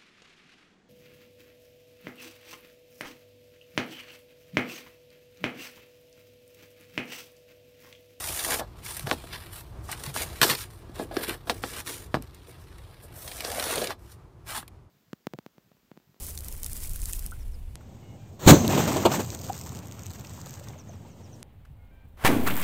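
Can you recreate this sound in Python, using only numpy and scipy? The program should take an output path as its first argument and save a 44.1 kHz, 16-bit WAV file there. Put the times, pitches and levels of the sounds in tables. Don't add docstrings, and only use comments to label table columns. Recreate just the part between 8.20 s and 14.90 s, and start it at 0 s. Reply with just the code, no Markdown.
import sys
import numpy as np
from scipy import signal
from scipy.io import wavfile
from scipy.ndimage import uniform_filter1d

SR = 44100
rng = np.random.default_rng(int(sys.argv[2]) if len(sys.argv) > 2 else 0)


def wav_out(sig):
    wavfile.write(sys.argv[1], SR, np.round(np.clip(np.atleast_2d(sig).T, -1, 1) * 32767).astype(np.int16))


N = 295470

# (frequency [Hz], bandwidth [Hz], relative level [dB])
BOARD = [(250, 100, 7.5), (349.4, 73, 3), (458, 81, 0), (673, 129, 2.5), (835, 158, 3.5), (1170, 300, 6.5),
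         (1680, 57, 3.5)]
# (time [s], centre frequency [Hz], spread [octaves])
SPOT = [(0, 600, .8), (.45, 660, .8), (2.3, 464, .7), (4.2, 400, .6), (5.1, 570, .4), (5.7, 530, .45),
        (6.28, 700, 1.1), (6.37, 870, .25)]


def gain_of(db):
    return 10 ** (np.asarray(db) / 20)


def evened(x):
    return x / np.sqrt(np.mean(x ** 2) + 1e-20)


def slow_noise(span):
    once = uniform_filter1d(rng.standard_normal(N), span)
    return evened(uniform_filter1d(once, span))


def causal(points, size=4096):
    f, db = np.transpose(points)
    hz = abs(np.fft.fftfreq(size, 1 / SR))
    level_db = np.interp(np.log(hz + 1), np.log(f + 1), db, left=-60, right=-60)
    log_gain = np.log(gain_of(level_db))
    spectrum = np.exp(np.conj(signal.hilbert(log_gain)))
    taps = np.fft.ifft(spectrum).real[:size // 2]
    return taps / np.linalg.norm(taps)


def cardboard():
    # (frequency [Hz], relative level per Hz [dB])
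    crackle_colour = [(800, 3.5), (1700, 6.5), (2500, 4.5), (4000, 3.5), (5600, -4), (6800, -16),
                      (9000, -19.5)]
    # (frequency [Hz], relative level per Hz [dB])
    fizz_colour = [(2000, -58.5), (4800, -13.5), (7000, -14), (9300, -9.5), (11500, -12.5), (14700, -11.5),
                   (16000, -24)]
    snap_edge = 0.69

    coarse = fibres(per_s=1200, spread_db=4.0, clump_db=2.2, clump_s=.005, smooth=1.05)
    fine = fibres(per_s=5000, spread_db=4.5, clump_db=1.3, clump_s=.012, smooth=1.2)
    catches = fibres(per_s=140, spread_db=2.5, clump_db=1.5, clump_s=0.031, smooth=0.97)
    fizz_gain, crackle_gain, shake_gain = rubbing()
    crack, spit, *thumps = snaps()

    sharp = signal.lfilter([1, -snap_edge], [.5], crack)
    crackle = coarse * crackle_gain + sharp
    crackle = patches(crackle, ring_t60=.03, direct=1.4, patches_per_s=35, count=16)

    spray = coarse * rng.choice([-1., 1.], N)
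    fizz = evened(fine + 1.3 * spray) * fizz_gain + spit
    fizz = patches(fizz, ring_t60=.004, direct=2.4, patches_per_s=9, count=16)

    shaking = catches * shake_gain * favour(*rubbed_spot()) + thumps
    bright = signal.oaconvolve(crackle, causal(crackle_colour)) + signal.oaconvolve(fizz, causal(fizz_colour))
    return bright[:N] + board(shaking) + cracks() + bumps()


def rubbing():
    # (time [s], fizz of fine fibres [dB],
    # crackle of coarse fibres [dB], shaking of the board [dB])
    cuts = [
        [(0.0, -38.5, -43, -45), (0.242, -35, -41, -41), (0.266, -39.5, -43, -35.5), (0.334, -29.5, -30, -28.5),
         (0.386, -42.5, -48.5, -41), (0.396, -36.5, -38.5, -32), (0.425, -60, -52, -32.5),
         (0.5, -105, -98, -85)],
        [(4.92, -77, -93, -69), (4.962, -49.5, -64.5, -58.5), (5.244, -47, -46.5, -43.5),
         (5.264, -44, -46, -37), (5.518, -36, -35, -34.5), (5.626, -41, -40, -32.5), (5.712, -50.5, -44, -39),
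         (5.79, -99, -94, -72)],
    ]
    # (start [s], length [s], swell from start to end [dB],
    # fizz at the start [dB], crackle at the start [dB], shaking at the start [dB])
    slides = [(0.432, 5.05, 3, -72, -67.5, -63), (0.572, 0.14, 17.5, -64.5, -61, -67),
              (0.65, 0.2, -10, -43.5, -47.5, -69), (0.872, 0.061, 0.5, -45, -42.5, -35.5),
              (0.94, 0.57, -11, -58.5, -55, -58), (1.128, 0.037, -4, -50.5, -39, -47.5),
              (1.178, 0.085, -4, -55, -53.5, -57), (1.328, 0.091, -7.5, -47.5, -51.5, -57),
              (1.642, 0.083, 5.5, -55.5, -59.5, -55.5), (1.694, 0.031, 8.5, -51.5, -46.5, -55),
              (1.771, 0.13, 5, -51, -51, -53), (1.952, 0.083, 2, -38.5, -40, -39.5),
              (2.064, 0.16, 4, -53, -51.5, -51), (2.241, 0.1, -7, -30.5, -32, -28),
              (2.373, 0.058, -1.5, -40, -40.5, -60), (2.504, 0.095, -6, -61.5, -61.5, -82),
              (2.755, 0.074, 6.5, -56, -54, -45), (2.945, 0.051, 8.5, -52, -50, -39.5),
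              (3.023, 0.011, 5, -40.5, -37, -42.5), (3.082, 0.067, -12.5, -40.5, -36, -34.5),
              (3.276, 0.17, -15, -51.5, -54.5, -44), (3.431, 0.17, 3.5, -47.5, -47, -47),
              (3.666, 0.2, -22.5, -39.5, -42, -42.5), (4.285, 0.029, -5, -57, -63, -47),
              (4.408, 0.039, 2, -65, -84, -55), (4.135, 1.5, 0, -77, -66, -74),
              (4.832, 0.0057, 4.5, -54.5, -67, -57), (5.796, 0.13, 15, -69.5, -72, -83),
              (6.283, 0.099, 5.5, -44, -43.5, -40.5)]
    grip_db_per_s, release_db_per_s = 950, 545.5
    swell_bend = 1.83

    t = np.arange(0, N / SR + .002, .001)
    start, length, swell_db, *levels_db = np.transpose(slides)[:, :, None]
    into = t - start
    swelling = swell_db * np.clip(into / length, 0, 1) ** swell_bend
    gripping = grip_db_per_s * np.minimum(into, 0)
    releasing = -release_db_per_s * np.maximum(into - length, 0)
    shape_db = swelling + gripping + releasing
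    gains = np.sqrt([np.sum(gain_of(db + shape_db) ** 2, axis=0) for db in levels_db])
    for s, *cut_db in map(np.transpose, cuts):
        gains = gains + [gain_of(np.interp(t, s, db, left=-120, right=-120)) for db in cut_db]
    return [np.interp(np.arange(N) / SR, t, gain) for gain in gains]


def fibres(per_s, spread_db, clump_db, clump_s, smooth):
    breaks = rng.random(N) < per_s / SR
    strength = gain_of(spread_db * np.minimum(rng.exponential(1, N), 4))
    pulses = breaks * strength * rng.choice([-1., 1.], N)
    clumps = slow_noise(max(int(clump_s * SR), 2))
    drive = evened(pulses) + smooth * rng.standard_normal(N)
    return evened(drive * gain_of(clump_db * clumps))


def snaps():
    # (time [s], crack [dB], fizz [dB], t60 of crack and fizz [s])
    snap_rows = [(0.088, -34, -33, 0.048), (0.191, -30.5, -34, 0.088), (0.247, -29, -29, 0.066),
                 (0.7675, -37.5, -32, 0.057), (0.795, -34, -30.5, 0.014), (1.715, -38, -33.5, 0.05),
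                 (1.837, -39, -35.5, 0.032), (2.2152, -13.5, -18.5, 0.037), (2.2226, -23, -23, 0.026),
                 (2.2286, -13.5, -17.5, 0.071), (2.298, -21.5, -25.5, 0.11), (2.3093, -24.5, -26, 0.05),
                 (2.35, -29, -33.5, 0.035), (3.047, -31, -42, 0.015), (4.0233, -49, -39, 0.012),
                 (4.0354, -66, -54, 0.01), (4.0436, -65, -59, 0.01), (4.074, -51, -57, 0.016),
                 (4.109, -58, -56, 0.012), (4.146, -55, -48, 0.025), (4.583, -55, -54, 0.018),
                 (5.0778, -38, -41.5, 0.067), (5.115, -34.5, -42, 0.034), (5.2061, -31, -30.5, 0.017),
                 (5.3972, -23, -28.5, 0.018), (5.4252, -29, -34, 0.038), (5.44, -31.5, -26.5, 0.03),
                 (5.5163, -40, -39, 0.021), (5.536, -41, -36, 0.018), (5.557, -31, -27, 0.035),
                 (5.642, -31, -32, 0.024), (5.672, -29, -33, 0.019), (6.479, -47, -45.5, 0.021)]
    # (time [s], thump in the board [dB], crack [dB], t60 of the thump's drive [s],
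    # modes favoured by the spot struck [Hz], their spread [octaves])
    knock_rows = [(0.395, -34, -32, 0.048, 647, 0.2), (0.8701, -30.5, -53, 0.032, 470, 1.23),
                  (0.915, -24.5, -35.5, 0.11, 570, 1.6), (1.039, -40.5, -45.5, 0.035, 530, 1.1),
                  (1.6902, -37.5, -59, 0.39, 880, 0.58), (1.962, -28.5, -35.5, 0.08, 910, 1.8),
                  (2.6934, -39.5, -57, 0.055, 366, 0.54), (2.7955, -27, -44, 0.2, 463, 0.79),
                  (2.9116, -34.5, -52, 0.48, 647, 0.34), (2.968, -21, -30.5, 0.041, 385, 0.39),
                  (3.272, -37.5, -49, 0.35, 664, 0.95), (3.2973, -22, -25, 0.12, 600, 0.95),
                  (3.4384, -27, -35, 0.073, 530, 1.16), (3.9428, -23, -36.5, 0.16, 634, 2.7),
                  (5.248, -31.5, -28.5, 0.044, 520, 0.44), (5.2814, -35.5, -53, 0.043, 530, 0.42),
                  (5.466, -33.5, -48, 0.025, 516, 0.56), (5.5795, -30, -27, 0.039, 493, 0.3),
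                  (5.6161, -27.5, -31, 0.11, 520, 0.5), (5.705, -32, -35.5, 0.14, 1070, 0.88),
                  (6.428, -44, -46, 0.023, 785, 1.6)]
    snap_thump_db, knock_fizz_db = -12.5, -11.5
    snap_octaves = 0.69
    bright_share = 0.61
    blow = 6.

    hits = []
    for s, crack_db, fizz_db, t60 in snap_rows:
        spot_hz = np.interp(s, *np.transpose(SPOT)[:2])
        hits.append((s, crack_db, crack_db + snap_thump_db, fizz_db, t60 / bright_share, spot_hz, snap_octaves))
    for s, thump_db, crack_db, *rest in knock_rows:
        hits.append((s, crack_db, thump_db, crack_db + knock_fizz_db, *rest))

    out, t = np.zeros((2 + len(BOARD), N)), np.arange(6000) / SR
    bursts = rng.standard_normal((len(hits), len(t)))
    bursts[:, 0] = 3.
    hurry = np.sqrt(np.array(BOARD)[:, :1] / BOARD[2][0])
    for (s, crack_db, thump_db, fizz_db, t60, spot_hz, octaves), burst in zip(hits, bursts):
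        fade_db = -60 * t / max(t60, .005)
        bright = gain_of([[crack_db], [fizz_db]]) * gain_of(fade_db / bright_share)
        thump = favour(spot_hz, octaves) * gain_of(thump_db + hurry * fade_db)
        thump[:, 0] *= blow
        part = out[:, round(s * SR):][:, :len(t)]
        part += (np.r_[bright, thump] * burst)[:, :part.shape[1]]
    return out


def patches(drive, ring_t60, direct, patches_per_s, count):
    t = np.arange(3000) / SR
    rings = rng.standard_normal((count, len(t))) * gain_of(-60 * t / ring_t60)
    rings /= np.linalg.norm(rings, axis=1, keepdims=True)
    rings[:, 0] += direct
    place = patches_per_s * np.arange(N) / SR
    out = np.zeros(N)
    for k, ring in enumerate(rings):
        away = np.minimum(abs((place - k + count / 2) % count - count / 2), 1)
        touch = drive * np.cos(np.pi / 2 * away)
        out += signal.oaconvolve(touch, ring / np.linalg.norm(ring))[:N]
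    return out


def rubbed_spot():
    wander_octaves, wander_s = .09, .03
    s, *spot = np.transpose(SPOT)
    spot_hz, octaves = (np.interp(np.arange(N) / SR, s, column) for column in spot)
    stray = slow_noise(int(wander_s * SR))
    return spot_hz * 2 ** (wander_octaves * stray), octaves


def favour(hz, octaves):
    far_share = .16
    modes = np.array(BOARD)
    distance = np.log2(modes[:, :1] / np.atleast_1d(hz)) / octaves
    share = gain_of(modes[:, 2:]) * (far_share + np.exp(-distance ** 2))
    share *= (-1) ** np.arange(len(modes))[:, None]
    return share / np.linalg.norm(share, axis=0)


def board(jolts):
    t = np.arange(4096) / SR
    rings = np.array([np.exp(-np.pi * width * t) * np.sin(2 * np.pi * hz * t) for hz, width, _ in BOARD])
    rings /= np.linalg.norm(rings, axis=1, keepdims=True)
    return signal.oaconvolve(jolts, rings, axes=1)[:, :N].sum(axis=0)


def cracks():
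    # (time [s], level [dB], time constant of the push [ms])
    crack_rows = [(.8716, -20, .06), (.8988, -24, .04), (.9133, -6, .065), (2.9674, -17, .09),
                  (3.2972, -8, .06), (3.4378, -15, .09), (3.9431, -10, .12), (3.951, -14, .16),
                  (3.9702, -23, .3), (5.2492, -20, .03), (.2062, -20, .03)]
    out = np.zeros(N)
    for s, db, push_ms in crack_rows:
        u = np.arange(400) / SR / (push_ms / 1000)
        out[round(s * SR):][:len(u)] -= gain_of(db) * u ** 2 * (3 - u) * np.exp(.5 - u)
    return out


def bumps():
    # (time [s], level [dB])
    bump_rows = [(0.84, -28), (1.874, -29.5), (2.214, -28), (2.301, -28.5), (3.942, -24.5)]
    stump_hz, stump_t60, onset_s = 137.5, 0.17, 0.0014
    t = np.arange(8000) / SR
    thud = np.sin(2 * np.pi * stump_hz * t) * gain_of(-60 * t / stump_t60) * (1 - np.exp(-t / onset_s))
    impulses = np.zeros(N)
    for s, db in bump_rows:
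        impulses[round(s * SR)] = gain_of(db)
    return signal.oaconvolve(impulses, thud)[:N]


def traffic():
    # (frequency [Hz], relative level per Hz [dB])
    rumble_colour = [(25, -1.5), (101, -0.5), (260, -21), (341, -13.5), (524, -23.5), (1140, -24.5),
                     (1580, -33.5), (2860, -40.5), (14400, -53), (15600, -50)]
    # (time [s], level [dB])
    loudness = [(0.0, -46.5), (1.75, -44), (6.7, -50)]
    lead = 8192
    noise = rng.standard_normal(N + lead)
    rumble = signal.oaconvolve(noise, causal(rumble_colour, size=16384))[lead:N + lead]
    lumps_db = 1.4 * slow_noise(3000)
    level_db = np.interp(np.arange(N) / SR, *np.transpose(loudness))
    return evened(rumble) * gain_of(lumps_db + level_db)


def scene():
    return (cardboard() + traffic())[None]


def record(dry):
    edge_hz = 15600
    thin = signal.sosfilt(signal.butter(6, 36., "highpass", fs=SR, output="sos"), dry)
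    band_limit = signal.firwin(511, edge_hz, window=("kaiser", 9), fs=SR)
    return signal.oaconvolve(thin, band_limit[None], "same")


dry = scene()
out = record(dry)
wav_out(out)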